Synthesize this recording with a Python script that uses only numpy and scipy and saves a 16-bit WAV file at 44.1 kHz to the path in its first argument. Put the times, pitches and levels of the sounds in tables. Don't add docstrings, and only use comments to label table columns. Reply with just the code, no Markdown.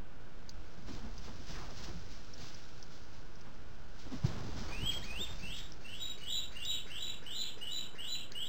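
import sys
import numpy as np
from scipy import signal
from scipy.fft import rfft, irfft
from scipy.io import wavfile

SR = 44100
rng = np.random.default_rng(int(sys.argv[2]) if len(sys.argv) > 2 else 0)


def wrap_up_sound(samples):
    columns = np.atleast_2d(samples).T
    tamed = np.clip(columns, -1, 1)
    steps = np.round(tamed * 32767).astype(np.int16)
    wavfile.write(sys.argv[1], SR, steps)


N = 373968
TIME = np.arange(N) / SR
CAMERA_STEP = 4

# (start [s], climb length [s], lead-in pitch [Hz], foot of the climb [Hz], top pitch [Hz],
# bend of the climb [1 = straight], then relative levels: lead-in [dB], climb [dB], top [dB], rasp [dB])
YELP_NOTES = [ (4.717, 0.15, 2230, 2373, 3185, 1.0, -63, -51.5, -37, -63),
              (5.061, .148, 1855, 2466, 3542, 3.7, -53, -47, -36, -69),
              (5.425, 0.12, 2230, 2636, 3774, 1.72, -60, -47.5, -49.5, -65),
              (5.845, .163, 2150, 2690, 3794, 1.29, -68, -49.5, -39.5, -72.5),
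              (6.212, 0.097, 2200, 2898, 3882, 2.7, -59, -44, -34, -74),
              (6.554, 0.11, 2200, 2755, 3843, 1.1, -58, -45, -35, -53),
              (6.9, 0.11, 2240, 2650, 3827, 0.82, -63, -44, -35.5, -49.5),
              (7.262, .103, 2300, 2836, 3998, 0.85, -70, -44, -35.5, -53),
              (7.611, .110, 2307, 2763, 3923, 0.95, -65.5, -44, -37.5, -56.5),
              (7.983, .110, 2330, 2770, 3934, 1, -69, -42, -32.5, -50),
              (8.35, 0.12, 2200, 2843, 3760, 1.2, -64, -40.5, -41.5, -52)]
# (time [s], strain [0-1])
VOICE_STRAIN = [(5.2, 0.11), (6.9, 1.0)]


def from_db(db):
    return 10 ** (np.asarray(db) / 20)


def rms_one(x):
    return x / np.sqrt(np.mean(x ** 2) + 1e-20)


def in_time(rows):
    times, *columns = np.transpose(rows)
    return [np.interp(TIME, times, column) for column in columns]


def at_hz(points, hz):
    freqs, values = np.transpose(points)
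    return np.interp(np.log(hz + 1e-9), np.log(freqs), values)


def coloured(x, spectrum):
    hz = np.arange(N // 2 + 1) * SR / N
    heard = (hz > 0) & (hz < SR / CAMERA_STEP / 2)
    return rms_one(irfft(rfft(x) * from_db(at_hz(spectrum, hz)) * heard, N))


def drift(rate):
    hz = np.arange(N // 2 + 1) * SR / N
    return rms_one(irfft(rfft(rng.standard_normal(N)) / (1 + (hz / rate) ** 2), N))


def swells(rows):
    power = np.zeros(N)
    for s, db, rise_s, fade_s in rows:
        t = TIME - s
        falloff = np.where(t < 0, (t / rise_s) ** 2, t / fade_s)
        power += from_db(db) ** 2 * np.exp(-2 * np.minimum(falloff, 20))
    return np.sqrt(power)


def wind():
    # (time [s], level [dB])
    gusts = [(0, -50), (.42, -54), (.56, -45.5), (.75, -56), (.95, -45.5), (1.18, -45.5), (1.3, -52.5),
             (1.52, -46), (1.95, -45.5), (2.5, -55.5), (3.9, -52), (4.6, -42.5), (5.35, -45.5),
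             (6.1, -53.5), (6.4, -50), (7.1, -54), (7.35, -62.5), (8.48, -64)]
    # (frequency [Hz], relative level [dB])
    rumble_colour = [(8, -7), (18, 4.5), (35, -5.5), (70, -9), (120, -17.5), (300, -43.5), (1000, -77.5)]
    valley_colour = [(30, -2.5), (130, 2.5), (250, -2.5), (500, -6), (900, -10.5), (1250, -11), (1480, -7),
                     (1900, -17), (3000, -16.5), (5500, -27.5)]
    gust_db, = in_time(gusts)
    rumble = from_db(gust_db) * coloured(rng.standard_normal(N), rumble_colour)
    valley = from_db(-56) * coloured(rng.standard_normal(N), valley_colour)
    return rumble + valley


def grit(grains_per_s, spread_db, hiss_db, boost_db):
    # (time [s], relative level [dB])
    trickle = [(0, -77), (.75, -69), (1.5, -62), (2.7, -65.5), (3.3, -70.5), (3.8, -71.5), (4.4, -60.5),
               (5.3, -60), (5.8, -69.5), (8.48, -78.5)]
    # (time [s], relative level [dB], fade [s])
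    scuffs = [(.90, -57, 0.043), (.945, -57.5, 0.044), (1.25, -56.5, 0.037), (1.496, -54.5, 0.16),
              (1.78, -56.5, 0.12), (1.845, -54, 0.04), (2.12, -60, 0.054), (2.415, -55, 0.16),
              (2.93, -61.5, 0.092), (3.15, -66, 0.082), (4.01, -60, 0.075), (4.131, -60, 0.1),
              (4.27, -53.5, 0.056), (4.59, -54.5, .08), (4.75, -64, 0.12), (4.93, -50.5, 0.036),
              (5.19, -73, 0.2), (5.43, -65, 0.15), (5.59, -54.5, 0.027)]
    # (frequency [Hz], relative level [dB])
    grit_colour = [(300, -25.5), (1200, -8), (2500, -5), (4000, 0.5), (5500, 6)]
    trickle_db, = in_time(trickle)
    surges = swells([(s, db, 0.026, fade_s) for s, db, fade_s in scuffs])
    flow = from_db(boost_db) * np.hypot(from_db(trickle_db), surges)
    sizes = from_db(spread_db * np.minimum(rng.exponential(1, N), 5)) * rng.choice([-1, 1], N)
    grains = rms_one(sizes * (rng.random(N) < grains_per_s / SR))
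    return flow * coloured(grains + from_db(hiss_db) * rng.standard_normal(N), grit_colour)


def pebbles(swell_s, bounce_db, rattle_s):
    # (time [s], level of the first hit [dB], ring [Hz])
    knocks = [(.4930, -37, 4730), (1.1795, -40.5, 5000), (2.3366, -37, 5430), (2.379, -43, 4360),
              (2.545, -43, 5130), (2.827, -43.5, 5200), (3.354, -49.5, 5260), (3.409, -50, 5070),
              (4.569, -36, 5230), (5.7214, -29, 5580), (6.6495, -41.5, 5030), (8.3195, -42, 4400)]
    out, t = np.zeros(N), TIME[:SR // 10]
    for s, db, hz in knocks:
        touches = (rng.random(len(t)) < 700 / SR) * rng.standard_normal(len(t))
        hits = touches * from_db(bounce_db - 60 * t / rattle_s)
        hits[0] = 1
        ring = np.sin(2 * np.pi * hz * t) * t / swell_s * np.exp(1 - t / swell_s)
        click = from_db(db) * signal.fftconvolve(hits, ring)
        start = round(s * SR)
        out[start:start + len(click)] += click[:N - start]
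    return out


def wing_rush():
    # (time [s], relative thump level [dB], relative swish level [dB])
    beats = [(.76, -51.5, -63), (0.892, -46, -57), (.98, -53, -56), (1.06, -56, -56), (1.29, -68, -56),
             (1.50, -55, -58), (1.61, -47, -63), (1.80, -52.5, -58.5), (1.885, -62, -53), (2.42, -55, -59),
             (3.47, -60, -61), (4.07, -44, -57.5), (4.135, -51, -52), (4.255, -42, -50), (4.58, -44.5, -55),
             (4.71, -49, -51.5), (4.84, -49, -55), (4.98, -52.5, -55.5), (5.13, -63, -53.5),
             (5.21, -62, -56.5), (5.31, -53, -55), (5.44, -47.5, -60)]
    # (peak time [s], relative level [dB], rise [s], fade [s])
    landings = [(1.70, -55, .55, 0.5), (4.36, -44.5, 0.1, .58)]
    # (frequency [Hz], relative level [dB])
    thump_colour = [(40, -8), (80, 1.5), (120, 0.5), (230, -4.5), (400, -13), (800, -37.5), (2000, -39)]
    swish_colour = [(150, -15.5), (400, 6), (900, 3), (1600, -2), (2400, -7.5), (3500, -7.5), (5500, -32)]
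    times, thump_db, swish_db = np.transpose(beats)

    def rush(beat_db, colour, landing_db, gust_db):
        strokes = [(s, db, 0.028, 0.057) for s, db in zip(times, beat_db)]
        braking = [(s, db + landing_db, rise_s, fade_s) for s, db, rise_s, fade_s in landings]
        gusty = rng.standard_normal(N) * from_db(gust_db * drift(17))
        return swells(strokes + braking) * coloured(gusty, colour)

    thump = rush(thump_db, thump_colour, landing_db=0, gust_db=4)
    swish = rush(swish_db, swish_colour, landing_db=-8.5, gust_db=1)
    return from_db(1) * (thump + swish)


def feather_flutter(unsteady):
    # (time [s], flutter [Hz], peak level [dB], half length [s])
    strokes = [(0.91, 282, -43, 0.0099), (1.057, 229, -46.5, 0.042), (1.302, 232.3, -48, 0.02),
               (1.52, 165.3, -49, 0.035), (1.9, 336, -50, 0.024), (1.96, 179.2, -45, 0.027),
               (4.14, 246.4, -37.5, 0.023), (4.25, 130.4, -19, 0.0066), (4.263, 368.3, -38, 0.0061),
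               (4.703, 426, -58, 0.014), (5.209, 371, -49, 0.019), (5.448, 225, -49, 0.015)]
    out, wobble = np.zeros(N), drift(72)
    for s, hz, db, half_s in strokes:
        span = np.abs(TIME - s) < .1
        phase = 2 * np.pi * np.cumsum(hz * (1 + unsteady * wobble[span])) / SR
        out[span] += from_db(db) * np.exp(-((TIME[span] - s) / half_s) ** 2) * np.sin(phase)
    return out


def wing_sweeps(width_hz):
    # (time [s], centre pitch [Hz], level [dB])
    passes = [
        [(1.54, 1976, -56), (1.59, 1250, -51.5), (1.66, 886, -56.5), (1.73, 595, -54)],
        [(4.63, 1396, -58), (4.70, 1050, -54), (4.77, 744, -74)],
    ]
    out, swirls = np.zeros(N), drift(width_hz)
    for sweep in passes:
        hz, db = in_time(sweep)
        passing = (TIME > sweep[0][0]) & (TIME < sweep[-1][0])
        out += passing * from_db(db) * np.sqrt(2) * swirls * np.sin(2 * np.pi * np.cumsum(hz) / SR)
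    return out


def beak_puffs(lead_s, half_s, puff_db):
    # (frequency [Hz], relative level [dB])
    puff_colour = [(150, -29), (400, 7.5), (800, -9), (1600, -5.5), (4000, -29.5)]
    strain, = in_time(VOICE_STRAIN)
    bursts = sum(np.exp(-np.minimum(((TIME - s + lead_s) / half_s) ** 2, 20)) for s, *_ in YELP_NOTES)
    return strain * from_db(puff_db) * bursts * coloured(rng.standard_normal(N), puff_colour)


def yelps(waver, shimmer_db, edge_s, hiss_db):
    # (frequency [Hz], level against the whistle [dB])
    throat_colour = [(3300, -16), (3800, 2), (4450, 4), (4850, -7), (5100, -15), (5350, -32), (5700, -45)]
    # (pitch [Hz], jitter [share of the pitch])
    hoarseness = [(1800, 0.028), (2200, 0.055), (2650, 0.011), (3300, 0.0039), (4000, 0.0038)]
    lead_s, jump_s, hold_s, drop_s = .033, .017, .036, .038
    drop_hz_per_s, drop_db_per_s = 29000, 167
    out, slow, fast, shimmer = np.zeros(N), drift(35), drift(650), drift(41)
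    hiss = coloured(rng.standard_normal(N), [(1000, -13.5), (2000, 1.5), (4000, -2.5), (5500, 7)])
    strains, = in_time(VOICE_STRAIN)
    for s, climb_s, lead_hz, foot_hz, top_hz, bend, lead_db, climb_db, top_db, _ in YELP_NOTES:
        length_s = climb_s + hold_s + drop_s
        span = (TIME > s - lead_s - edge_s) & (TIME < s + length_s + edge_s)
        t, strain = TIME[span] - s, strains[span]
        gate = np.clip(1 + np.minimum(t + lead_s, length_s - t) / edge_s, 0, 1)
        led, opened, climbed = np.clip([1 + t / lead_s, .5 + t / edge_s / 2, t / climb_s], 0, 1)
        jumped, held = np.clip([1 + (t - climb_s) / jump_s, (t - climb_s) / hold_s], 0, 1)
        dropping_s = np.maximum(t - climb_s - hold_s, 0)
        drop_hz = drop_hz_per_s * dropping_s
        fallen = np.clip(drop_hz / 300, 0, 1)

        jump_hz = 127.6 * strain
        rise_hz = (foot_hz - lead_hz) * led + (top_hz - foot_hz - jump_hz) * climbed ** bend
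        arch_hz = 49.3 * np.sin(np.pi * held)
        pitch = lead_hz + rise_hz + jump_hz * jumped + arch_hz - drop_hz

        climbing_db = climb_db + (4.5 - 8 * strain) * (climbed - .5)
        holding_db = top_db + .5 - held
        release_db = (-12 + 8.5 * strain) * fallen - drop_db_per_s * dropping_s
        whistle_db = (1 - jumped) * climbing_db + jumped * holding_db + release_db
        level_db = (1 - opened) * lead_db + opened * whistle_db + shimmer_db * shimmer[span]

        rough = strain * at_hz(hoarseness, pitch) + .085 * fallen
        phase = 2 * np.pi * np.cumsum(pitch * (1 + waver * slow[span] + rough * fast[span])) / SR
        throat_rise = 1 + .125 * strain
        squeak_db = 6.5 * (.5 - opened)
        overtone = (1 - fallen) * from_db(at_hz(throat_colour, 2 * pitch / throat_rise) + squeak_db)
        tone = np.sin(phase) + overtone * np.sin(2 * phase)
        out[span] += gate * (np.sqrt(2) * from_db(level_db) * tone + from_db(hiss_db) * hiss[span])
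    return out


def rasps(hz, jitter, third_db, early_s):
    swell = swells([(s - early_s, rasp_db, 0.01, 0.017) for s, *_, rasp_db in YELP_NOTES])
    phase = 2 * np.pi * np.cumsum(hz * (1 + jitter * drift(500))) / SR
    return np.sqrt(2) * swell * (np.sin(phase) + from_db(third_db) * np.sin(3 * phase))


def cliff_echo(x, build_s, fade_s, ledge_db):
    t = TIME[:SR]
    ledges = (rng.random(SR) < 120 / SR) * rng.choice([-1, 1], SR) * from_db(ledge_db)
    tail = (rng.standard_normal(SR) + ledges) * (1 - np.exp(-t / build_s)) * from_db(-60 * t / fade_s)
    return signal.fftconvolve(x, tail / np.linalg.norm(tail))[:N]


def scene():
    # (time [s], direct gain [dB], echo gain [dB])
    facing = [(4.7, 2.5, -2), (5.25, -0.5, -9.5), (5.5, -3, 1), (6.2, -6, 0), (7.4, -5, -0.5),
              (8.4, -4.5, -4)]
    direct_db, echo_db = in_time(facing)
    voice = yelps(waver=0.00832, shimmer_db=3.5, edge_s=0.0041, hiss_db=-58)
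    voice += rasps(hz=1830, jitter=0.18, third_db=-9, early_s=0.023)
    echo = cliff_echo(from_db(echo_db) * voice, build_s=0.073, fade_s=0.3, ledge_db=18)
    calls = from_db(direct_db) * voice + echo + beak_puffs(lead_s=.036, half_s=0.0063, puff_db=-53)
    wings = wing_rush() + wing_sweeps(width_hz=690)
    stones = grit(grains_per_s=1200, spread_db=3.5, hiss_db=4.5, boost_db=6)
    stones += pebbles(swell_s=0.00035, bounce_db=4, rattle_s=0.046)
    return (calls + wings + feather_flutter(unsteady=0.1) + stones + wind())[None]


def record(dry):
    coarse = signal.resample_poly(dry[0], 1, CAMERA_STEP, window=signal.firwin(257, 1 / CAMERA_STEP))
    joined = np.interp(np.arange(N), np.arange(len(coarse)) * CAMERA_STEP, coarse)
    treble_cut = signal.ellip(12, .1, 70, 15900, fs=SR, output="sos")
    return signal.sosfilt(treble_cut, joined)[None] + .0179


dry = scene()
out = record(dry)
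wrap_up_sound(out)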